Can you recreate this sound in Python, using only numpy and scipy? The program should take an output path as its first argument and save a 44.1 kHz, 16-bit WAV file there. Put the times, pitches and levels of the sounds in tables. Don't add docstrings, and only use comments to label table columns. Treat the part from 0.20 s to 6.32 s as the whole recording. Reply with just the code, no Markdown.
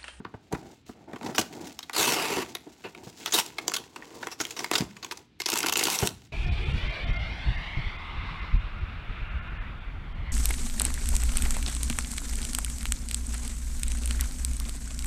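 import sys
import numpy as np
from scipy import signal
from scipy.fft import rfft, irfft
from scipy.io import wavfile
from scipy.ndimage import uniform_filter1d

SR = 44100
rng = np.random.default_rng(int(sys.argv[2]) if len(sys.argv) > 2 else 0)


def master(y):
    cut = np.clip(np.atleast_2d(y).T, -1, 1)
    pcm = np.round(cut * 32767)
    wavfile.write(sys.argv[1], SR, pcm.astype(np.int16))


N = 269892
TIME = np.arange(N) / SR


def amp(db):
    return 10 ** (np.asarray(db) / 20)


def unit(x):
    return x / np.sqrt(np.mean(x ** 2) + 1e-20)


def read_curve(points, hz):
    table_hz, value = np.transpose(points)
    return np.interp(np.log(hz + 1), np.log(table_hz + 1), value)


def add(mix, start_s, sound):
    part = mix[max(round(start_s * SR), 0):][:len(sound)]
    part += sound[:len(part)]


def colour(x, db_at, size=2048):
    gain_db = np.maximum(db_at(abs(np.fft.fftfreq(size, 1 / SR))), -100)
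    log_gain = np.log(amp(gain_db))
    taps = np.fft.ifft(np.exp(np.conj(signal.hilbert(log_gain)))).real
    return signal.fftconvolve(x, taps[:size // 2])[:len(x)]


def hump(hz, centre_hz, octaves):
    return np.exp(-.5 * (np.log2((hz + 1) / centre_hz) / octaves) ** 2)


def shelf(hz):
    return hz ** 3 / (hz ** 3 + 3300 ** 3)


def wander(per_s):
    knots = rng.standard_normal(N // 20)
    return unit(np.interp(TIME * per_s, np.arange(len(knots)), knots))


def gate(start_s, length_s, attack_s, release_s):
    t = TIME - start_s
    return np.clip(t / attack_s, 0, 1) * np.exp(-np.maximum(t - length_s, 0) / release_s)


def grains(per_s, spread_db, clump_db, clumps_per_s):
    size = amp(spread_db * np.minimum(rng.exponential(1, N), 4)) * rng.choice([-1, 1], N)
    lands = rng.random(N) < per_s / SR
    return unit(size * lands * amp(clump_db * wander(clumps_per_s)))


def sheet(x, ring_s):
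    t = np.arange(1024) / SR
    hz = np.fft.rfftfreq(len(t), 1 / SR)
    bounces = rfft(rng.standard_normal(len(t)) * np.exp(-t / ring_s))
    lag = np.exp(-2j * np.pi * 0.0894 * np.sqrt(hz))
    taps = irfft(bounces / abs(bounces) ** .5 * lag)
    return signal.fftconvolve(x, taps / np.linalg.norm(taps))[:len(x)]


def scattered(per_s, spread_db, clump_db, clumps_per_s, ring_s, count=8):
    clicks = grains(per_s, spread_db, clump_db, clumps_per_s)
    patch = rng.integers(0, count, N)
    return unit(sum(sheet(clicks * (patch == k), ring_s) for k in range(count)))


# [dB, relative]
AIR_SPECTRUM = [(25, -26), (60, -1), (150, -3.5), (300, -4), (560, -22), (1600, -24.5), (2300, -21.5),
                (3900, -23), (4500, -26.5), (16000, -63.5)]
AIR_DB = -61.5


def air():
    noise = rng.standard_normal(N)
    return amp(AIR_DB) * unit(colour(noise, lambda hz: read_curve(AIR_SPECTRUM, hz), size=8192))


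# start_s [s], length_s [s], hollow_rub_db [dB], hiss_db [dB], nominal levels
STROKES = [(0.304, 0.082, -45, -55), (0.392, 0.13, -50, -58.5), (0.654, 0.046, -57, -51.5),
           (0.729, 0.12, -52.5, -68), (0.866, 0.076, -43, -63), (1.005, 0.11, -36.5, -47),
           (1.163, 0.055, -37, -44), (1.287, 0.18, -42, -49.5), (1.448, 0.046, -49, -44.5),
           (2.202, 0.11, -47, -48.5), (2.464, 0.037, -57, -74), (2.626, .05, -51, -50.5),
           (2.74, 0.11, -49.5, -58.5), (2.813, 0.073, -54, -49.5), (2.951, 0.21, -52, -43.5),
           (3.153, 0.14, -53, -49), (3.325, 0.28, -48.5, -53), (3.744, .13, -51.5, -54),
           (3.871, 0.22, -48, -47.5), (4.17, 0.17, -51.5, -43.5), (4.361, 0.1, -45.5, -43.5),
           (4.505, 0.094, -38, -37.5), (4.62, 0.046, -60, -66), (4.802, 0.2, -57.5, -57.5),
           (5.25, 0.65, -47, -69), (5.901, .16, -67, -58)]
# start_s [s], end_s [s], hollow_rub_db [dB], hiss_db [dB], nominal levels
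HOLDS = [(0, 0.28, -62.5, -69), (.3, 0.58, -69, -62.5), (.9, 5.0, -60, -58)]
STROKE_RISE_SHARE = 0.3
HOLD_RISE_S, STROKE_RELEASE_S = 0.062, 0.028


def hands():
    moves = []
    for start_s, length_s, *levels_db in STROKES:
        moves.append((gate(start_s, length_s, STROKE_RISE_SHARE * length_s, STROKE_RELEASE_S), levels_db))
    for start_s, end_s, *levels_db in HOLDS:
        moves.append((gate(start_s, end_s - start_s, HOLD_RISE_S, STROKE_RELEASE_S), levels_db))
    power = sum(np.outer(amp(levels_db), shape) ** 2 for shape, levels_db in moves)
    unsteadiness = amp(0.63 * wander(per_s=25))
    return np.sqrt(power) * unsteadiness


# [dB, relative]
RUB_SPECTRUM = [(40, -21.5), (80, -5), (150, -7), (230, 3.5), (340, 3), (520, -7.5), (700, -3.5),
                (860, -3.5), (1050, -16), (1400, -18.5), (2400, -23.5), (4000, -68)]
# time_s [s], pitch_factor [times the rub's pitches]
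TIPPED = [(1.6, 0.99), (2.6, 1.03), (4.0, 1.27), (6.0, 1.01)]
# [dB, relative]
HISS_SPECTRUM = [(500, -8), (1500, -5), (2500, -3.5), (4000, 0.5), (7500, 0), (8600, -7), (12000, -13),
                 (16000, -11.5)]
TOP_ABOVE_HZ, TOP_FULL_DB, TOP_GROWTH = 16000, -49, 0.71


def slide():
    rub_level, hiss_level = hands()

    slips = grains(per_s=1500, spread_db=2, clump_db=1.6, clumps_per_s=140)
    hz, t, z = signal.stft(slips, SR, nperseg=1024)
    pitch_factor = np.interp(t, *np.transpose(TIPPED))
    z = z * amp(read_curve(RUB_SPECTRUM, hz[:, None] / pitch_factor))
    rub = unit(signal.istft(z, SR, nperseg=1024)[1][:N])

    fine = grains(per_s=12000, spread_db=6.0, clump_db=3.0, clumps_per_s=99)
    hiss = unit(colour(fine, lambda hz: read_curve(HISS_SPECTRUM, hz)))
    highpass = signal.butter(4, TOP_ABOVE_HZ, "highpass", fs=SR, output="sos")
    top = signal.sosfiltfilt(highpass, hiss)
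    hiss = hiss - top + top * (hiss_level / amp(TOP_FULL_DB)) ** TOP_GROWTH

    ticks = scattered(per_s=130, spread_db=3.8, clump_db=1.5, clumps_per_s=33, ring_s=0.0012)
    crinkle = unit(colour(ticks, lambda hz: read_curve(HISS_SPECTRUM, hz) + 15 * hump(hz, 1900, 0.76)))
    return rub_level * rub + hiss_level * (amp(-5) * hiss + amp(-8.5) * crinkle)


# pitch_hz [Hz], t60_s [s to fall 60 dB]
ROOM_DECAY = [(80, 0.85), (300, 0.21), (1000, 0.32), (5000, 0.27), (16000, 0.25)]


def room(x, early_db, early_s, tail_db):
    t = np.arange(SR // 2) / SR
    sparse = rng.random((2, len(t))) < 3000 / SR
    near, far = rng.standard_normal((2, len(t))) * sparse
    near = near * np.exp(-t / early_s) * (t > .0015)
    hz, when, z = signal.stft(far * (t > .009), SR, nperseg=256)
    fade = np.exp(-np.log(1000) * when / read_curve(ROOM_DECAY, hz)[:, None])
    far = signal.istft(z * fade, SR, nperseg=256)[1][:len(t)]
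    echoes = amp(early_db) * near / np.linalg.norm(near) + amp(tail_db) * far / np.linalg.norm(far)
    return signal.fftconvolve(x, echoes)[:N]


def burst(decay_s, rise_s, after_db, after_s, size):
    t = np.arange(size) / SR
    fade = np.exp(-t / decay_s) + amp(after_db) * np.exp(-t / after_s)
    return rng.choice([-1, 1], size) * fade * (1 - np.exp(-t / rise_s))


# start_s [s], peak_db [dB, before the group trim], pitch_hz [Hz, struck panel], decay_s [s]
BUMPS = [(.001, -33.5, 206, 0.0055), (0.051, -34, 185, 0.0078), (.14, -30, 223, 0.005),
         (.317, -32, 780, 0.0065), (.326, -25, 448, 0.0071), (0.334, -16.5, 150, 0.0033),
         (0.426, -36, 255, 0.01), (0.693, -32.5, 241, 0.0042), (0.933, -27, 234, 0.0072),
         (1.185, -18, 770, 0.00095), (1.19, -21, 341, 0.0068), (1.795, -34, 120, 0.003),
         (2.168, -21, 374, 0.013), (2.467, -36.5, 306, 0.011), (2.647, -29.5, 393, 0.02),
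         (2.869, -33, 177, 0.011), (3.146, -27, 406, 0.0077), (4.202, -28, 332, 0.009),
         (4.604, -20, 167, 0.0072), (4.62, -21, 235, 0.0046), (4.627, -37, 62, 0.02),
         (5.328, -27, 334, 0.0081), (5.826, -14.5, 110.5, 0.011), (5.842, -21.5, 189, 0.0083)]
# [dB, relative]
THUD_SPECTRUM = [(25, -30), (55, -21), (110, -1), (170, -3), (350, -2), (550, -6.5), (850, -7.5),
                 (1500, -8.5), (4000, -34), (16000, -60.5)]


def bumps():
    out, t = np.zeros(N), np.arange(8000) / SR
    for start_s, peak_db, pitch_hz, decay_s in BUMPS:
        swing = np.sin(2 * np.pi * pitch_hz * t) * np.exp(-t / max(decay_s, 1e-3))
        swing = swing * (1 - np.exp(-t / 0.00096))
        rattle = burst(decay_s, rise_s=0.0005, after_db=-21.5, after_s=0.033, size=len(t))
        rattle = colour(rattle, lambda hz: read_curve(THUD_SPECTRUM, hz) + 8 * hump(hz, pitch_hz, 0.81),
                        size=4096)
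        thud = unit(swing) + amp(1.0) * unit(rattle)
        add(out, start_s, amp(peak_db) * thud / abs(thud).max())
    return amp(-1.5) * out


# [dB, before the send level]
BOX_MODES = [(112, 28, -24), (222, 14, 0), (300, 32, -29), (343, 25, -33), (448, 29, 3), (792, 89, 8),
             (990, 410, 5.5), (1090, 45, -17.5)]
# pitch_hz [Hz], width_hz [Hz], gain_db [dB]
FLOOR_MODES = [(62, 20, -11), (115, 31, -2.5)]


def ring(x, modes):
    t = np.arange(SR // 5) / SR
    answer = np.zeros(len(t))
    for pitch_hz, width_hz, gain_db in modes:
        fade = 2 * np.pi * width_hz / SR * np.exp(-np.pi * width_hz * t)
        answer += amp(gain_db) * fade * np.sin(2 * np.pi * pitch_hz * t)
    return signal.fftconvolve(x, answer)[:N]


# [dB, relative]
CREASE_SPECTRUM = [(80, -29), (200, -16), (350, 4), (580, -6.5), (800, -0.5), (1100, 4.5), (1600, 2),
                   (2800, 1.5), (5000, 1.5), (7500, -1), (8600, -7), (12000, -9), (16000, -16)]
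LEAD_S, LEAD_NOISE_S, LEAD_NOISE_DB = .012, 0.011, -28.5
FIRST_SLIP_DB, FIRST_SLIP_S = 2, 0.00037
PATCH_RING_DB, PATCH_RING_OCTAVES, PATCH_RIPPLE_DB = 7.5, 0.125, 2.6


def snap(level_db, length_s, treble_db, ring_hz):
    t = np.arange(3500) / SR - LEAD_S
    age = np.maximum(t, 0)
    cascade = (1 - np.exp(-age / (.12 * length_s))) * np.exp(-(age / (1.1 * length_s)) ** 2)
    first = amp(FIRST_SLIP_DB) * np.exp(-(t / FIRST_SLIP_S) ** 2)
    lead_noise = amp(LEAD_NOISE_DB) * np.exp(-abs(t) / LEAD_NOISE_S)
    shiver = amp(-28) * np.exp(-age / 0.013)
    patch = list(zip(np.geomspace(500, 16000, 70), rng.standard_normal(70)))
    slips = rng.choice([-1, 1], len(t)) * (cascade + first + np.where(t < 0, lead_noise, shiver))

    def patch_db(hz):
        tone = read_curve(CREASE_SPECTRUM, hz) + treble_db * shelf(hz)
        main_ring = PATCH_RING_DB * hump(hz, ring_hz, PATCH_RING_OCTAVES)
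        return tone + main_ring + PATCH_RIPPLE_DB * read_curve(patch, hz)

    crack = sheet(colour(slips, patch_db, size=1024), ring_s=0.00014)
    return amp(level_db) * crack * np.sqrt(length_s * SR) / np.linalg.norm(crack)


# [Hz, main ring of that patch]
SNAPS = [(0.0484, -30.5, 0.0043, -38, 1630), (0.325, -31.5, 0.005, -6.5, 895),
         (0.348, -32, 0.0064, -25, 870), (.932, -38, 0.0039, -15, 1570), (0.959, -35.5, 0.0052, -18, 1040),
         (1.011, -36, 0.0022, -23, 856), (1.03, -36, 0.0026, -13, 900), (1.0614, -32.5, 0.0073, -16.5, 870),
         (1.1472, -31, 0.0078, -9, 5000), (1.158, -35.5, 0.0083, 19, 5660),
         (1.181, -15, 0.0051, -4.5, 2850), (1.191, -24, 0.0094, 14, 2870), (1.212, -27.5, 0.0054, 0, 6860),
         (1.59, -28, 0.0023, -4.5, 5400), (1.628, -37, 0.0069, 1, 3940), (1.696, -22.5, 0.00082, -15, 860),
         (1.7315, -33, 0.011, -2, 3900), (1.7466, -30, .012, 3, 4520), (1.7628, -21.5, 0.0063, -4, 4360),
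         (2.3507, -25, .003, -6.5, 2030), (2.6397, -39.5, 0.03, -25, 2750),
         (2.748, -37.5, 0.0035, -18, 2640), (3.0597, -20.5, 0.0027, -1, 3360),
         (3.074, -32.5, 0.0095, -7, 1380), (3.1224, -23.5, 0.0085, 3, 6740),
         (3.136, -19.5, 0.021, 10, 3830), (3.262, -32, 0.0019, 11, 3480),
         (3.3833, -24.5, 0.0054, -12, 2320), (3.48, -14.5, 0.002, 1, 6560), (3.518, -24, 0.0014, -4, 3280),
         (3.5375, -23, 0.0081, 8, 2830), (3.551, -28.5, 0.0033, -3, 3700), (3.5638, -24, .0065, 3.5, 3360),
         (3.7602, -33, 0.0054, -18, 950), (3.8225, -36, 0.003, -25, 2040), (4.0277, -29, 0.0057, -19, 1550),
         (4.0697, -24.5, 0.0029, -11, 2050), (4.115, -37, 0.017, -1, 5450),
         (4.201, -24.5, 0.0061, -10.5, 5400), (4.2103, -24, 0.0054, 1.5, 6400),
         (4.2515, -23, 0.0014, 2, 7100), (4.307, -32.5, .006, -1, 6960), (4.365, -34.5, 0.012, 0, 5570),
         (4.391, -26.5, 0.0049, -5.5, 5600), (4.404, -31.5, 0.003, -6, 3450),
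         (4.4432, -21.5, 0.0025, -7, 2090), (4.5131, -16, 0.0023, -5, 2100),
         (4.534, -23.5, 0.008, -6.5, 3830), (4.5528, -17.5, 0.0075, -6, 3700),
         (4.58, -23.5, 0.0075, -5.5, 1980), (4.607, -24.5, 0.0014, 4, 4630), (4.766, -41, 0.0065, -9, 1090),
         (4.8273, -35.5, 0.0098, -2.5, 4300), (4.846, -28, 0.0026, -1, 1120), (4.911, -28, .0044, -8, 4300),
         (4.92, -30, 0.0048, 0, 990), (4.9726, -39, 0.0047, 2.5, 2650), (5.201, -26.5, 0.0055, 4.5, 2200),
         (5.218, -24, .002, -2, 5450), (5.259, -20.5, 0.006, -1, 5600), (5.2866, -23, 0.0042, -0.5, 4100),
         (5.329, -24, 0.0063, -5, 7150), (5.365, -28.5, 0.01, -8, 7900), (5.385, -22, 0.0017, 25, 7900),
         (5.4373, -21.5, 0.0024, -20, 1450), (5.461, -20.5, 0.0026, -5, 2870),
         (5.486, -20, 0.001, -5, 3570), (5.523, -22.5, 0.0063, -9, 2800), (5.5555, -25, .006, -7, 2800),
         (5.57, -12.5, 0.00065, -2, 2720), (5.591, -22.5, 0.0073, 4, 2800), (5.636, -19, 0.0053, 25, 9300),
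         (5.788, -15.5, 0.001, 8, 5800), (5.8728, -13.5, 0.00098, 3, 5660)]
TRAIL_COUNT, TRAIL_GAP_S, TRAIL_STEP_DB = 2, 0.013, -14.5


def snaps():
    out = np.zeros(N)
    for start_s, level_db, length_s, treble_db, ring_hz in SNAPS:
        for k, gap in enumerate(rng.uniform(.5, 1.5, TRAIL_COUNT + 1)):
            sound = snap(level_db + k * TRAIL_STEP_DB, length_s, treble_db, ring_hz)
            add(out, start_s - LEAD_S, sound)
            start_s += gap * TRAIL_GAP_S
    return amp(-1.06) * out


# [Hz, flap once settled]
TEARS = [(1.772, 0.23, -23.5, -1, 3.5, -4, 4300, 2430), (1.965, 0.26, -24, -5, -7, 0.5, 2650, 2410),
         (3.128, 0.071, -31, 6.5, 0.5, 5, 3600, 2280), (5.27, 0.23, -37, 2, -4.5, 3, 2680, 2620),
         (5.555, 0.207, -35.5, 4.5, 1.5, 7.5, 2800, 2680), (5.77, 0.098, -37, 0, 4.5, 4, 2850, 2760)]
TEAR_ATTACK_S, TEAR_RELEASE_S, FLAP_SETTLE_S = 0.01, 0.0094, 0.076


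def pulls():
    level, treble_db = np.zeros(N), np.zeros(N)
    flap_hz = np.full(N, float(TEARS[0][-1]))
    for start_s, length_s, level_db, level_change_db, bright_db, brighten_db, first_hz, last_hz in TEARS:
        age = np.clip(TIME - start_s, 0, length_s)
        begun = TIME > start_s - TEAR_ATTACK_S
        shape = gate(start_s, length_s, TEAR_ATTACK_S, TEAR_RELEASE_S)
        level = np.maximum(level, shape * amp(level_db + level_change_db * age / length_s))
        treble_db = np.where(begun, bright_db + brighten_db * age / length_s, treble_db)
        settling_hz = last_hz + (first_hz - last_hz) * np.exp(-age / FLAP_SETTLE_S)
        flap_hz = np.where(begun, settling_hz, flap_hz)
    return level, treble_db, flap_hz


# [dB, relative]
FIBRE_SPECTRUM = [(80, -16), (163, -5), (330, 3.5), (450, 2.5), (620, -4.5), (900, 5), (1200, 5),
                  (1700, -2), (2900, 0.5), (4200, -2), (7500, -3.5), (8600, -7), (13000, -9.5),
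                  (16000, -15.5)]
COARSE_PER_S, COARSE_DB = 200, -6.5


def tears():
    level, treble_db, flap_hz = pulls()
    fine = scattered(per_s=6000, spread_db=2.8, clump_db=2.2, clumps_per_s=280, ring_s=.0006)
    coarse = scattered(COARSE_PER_S, spread_db=1.5, clump_db=-1.0, clumps_per_s=60, ring_s=0.00028)
    fibres = fine + amp(COARSE_DB) * coarse
    fibres = unit(colour(fibres, lambda hz: read_curve(FIBRE_SPECTRUM, hz)))
    hz, t, z = signal.stft(fibres, SR, nperseg=512)
    hz = hz[:, None]
    overtones = np.cos(np.pi * hz / np.interp(t, TIME, flap_hz)) ** 6 * hump(hz, 4200, 1.1)
    flexing = uniform_filter1d(rng.standard_normal(z.shape), size=4, axis=0)
    flexing = unit(uniform_filter1d(flexing, size=7, axis=1))
    brightness = shelf(hz) * (np.interp(t, TIME, treble_db) - 0.5)
    z = z * amp(brightness + 4.4 * overtones + 1.9 * flexing)
    return amp(-2.03) * level * signal.istft(z, SR, nperseg=512)[1][:N]


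STUTTER_START_S, STUTTER_END_S, JUMPS_PER_S, JUMP_JITTER = 5.3, 5.71, 55, .25
JUMP_DB, JUMP_SPREAD_DB, JUMP_LENGTH_S = -22, 0.8, 0.0022
JUMP_TREBLE_DB, JUMP_TREBLE_SPREAD_DB, JUMP_RING_HZ = 8, 14.5, 2800


def stutter():
    out = np.zeros(N)
    for k, (late, strong, bright) in enumerate(rng.standard_normal(size=(36, 3))):
        start_s = STUTTER_START_S + (k + JUMP_JITTER * late) / JUMPS_PER_S
        level_db = JUMP_DB + JUMP_SPREAD_DB * strong
        treble_db = JUMP_TREBLE_DB + JUMP_TREBLE_SPREAD_DB * bright
        jump = snap(level_db, JUMP_LENGTH_S, treble_db, JUMP_RING_HZ)
        add(out, start_s - LEAD_S, jump * (start_s < STUTTER_END_S))
    return out


def scene():
    paper = snaps() + stutter() + tears()
    knocks = bumps()
    hollow_box = amp(-15.5) * ring(paper, BOX_MODES) + amp(-10.5) * ring(knocks, BOX_MODES)
    parcel = paper + knocks + hollow_box + slide()
    floor_boom = ring(knocks, FLOOR_MODES) + room(knocks, early_db=-30, early_s=0.021, tail_db=-15.0)
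    echoes = room(parcel, early_db=-13.5, early_s=0.0064, tail_db=-16)
    return (parcel + echoes + floor_boom + air())[None]


EDGE_HZ = 16100


def record(dry):
    highpass = signal.butter(4, 42, "highpass", fs=SR, output="sos")
    thinned = signal.sosfilt(highpass, dry)
    band_limit = signal.firwin(401, EDGE_HZ, window=("kaiser", 8), fs=SR)
    return signal.oaconvolve(thinned, band_limit[None], "same")


dry = scene()
out = record(dry)
master(out)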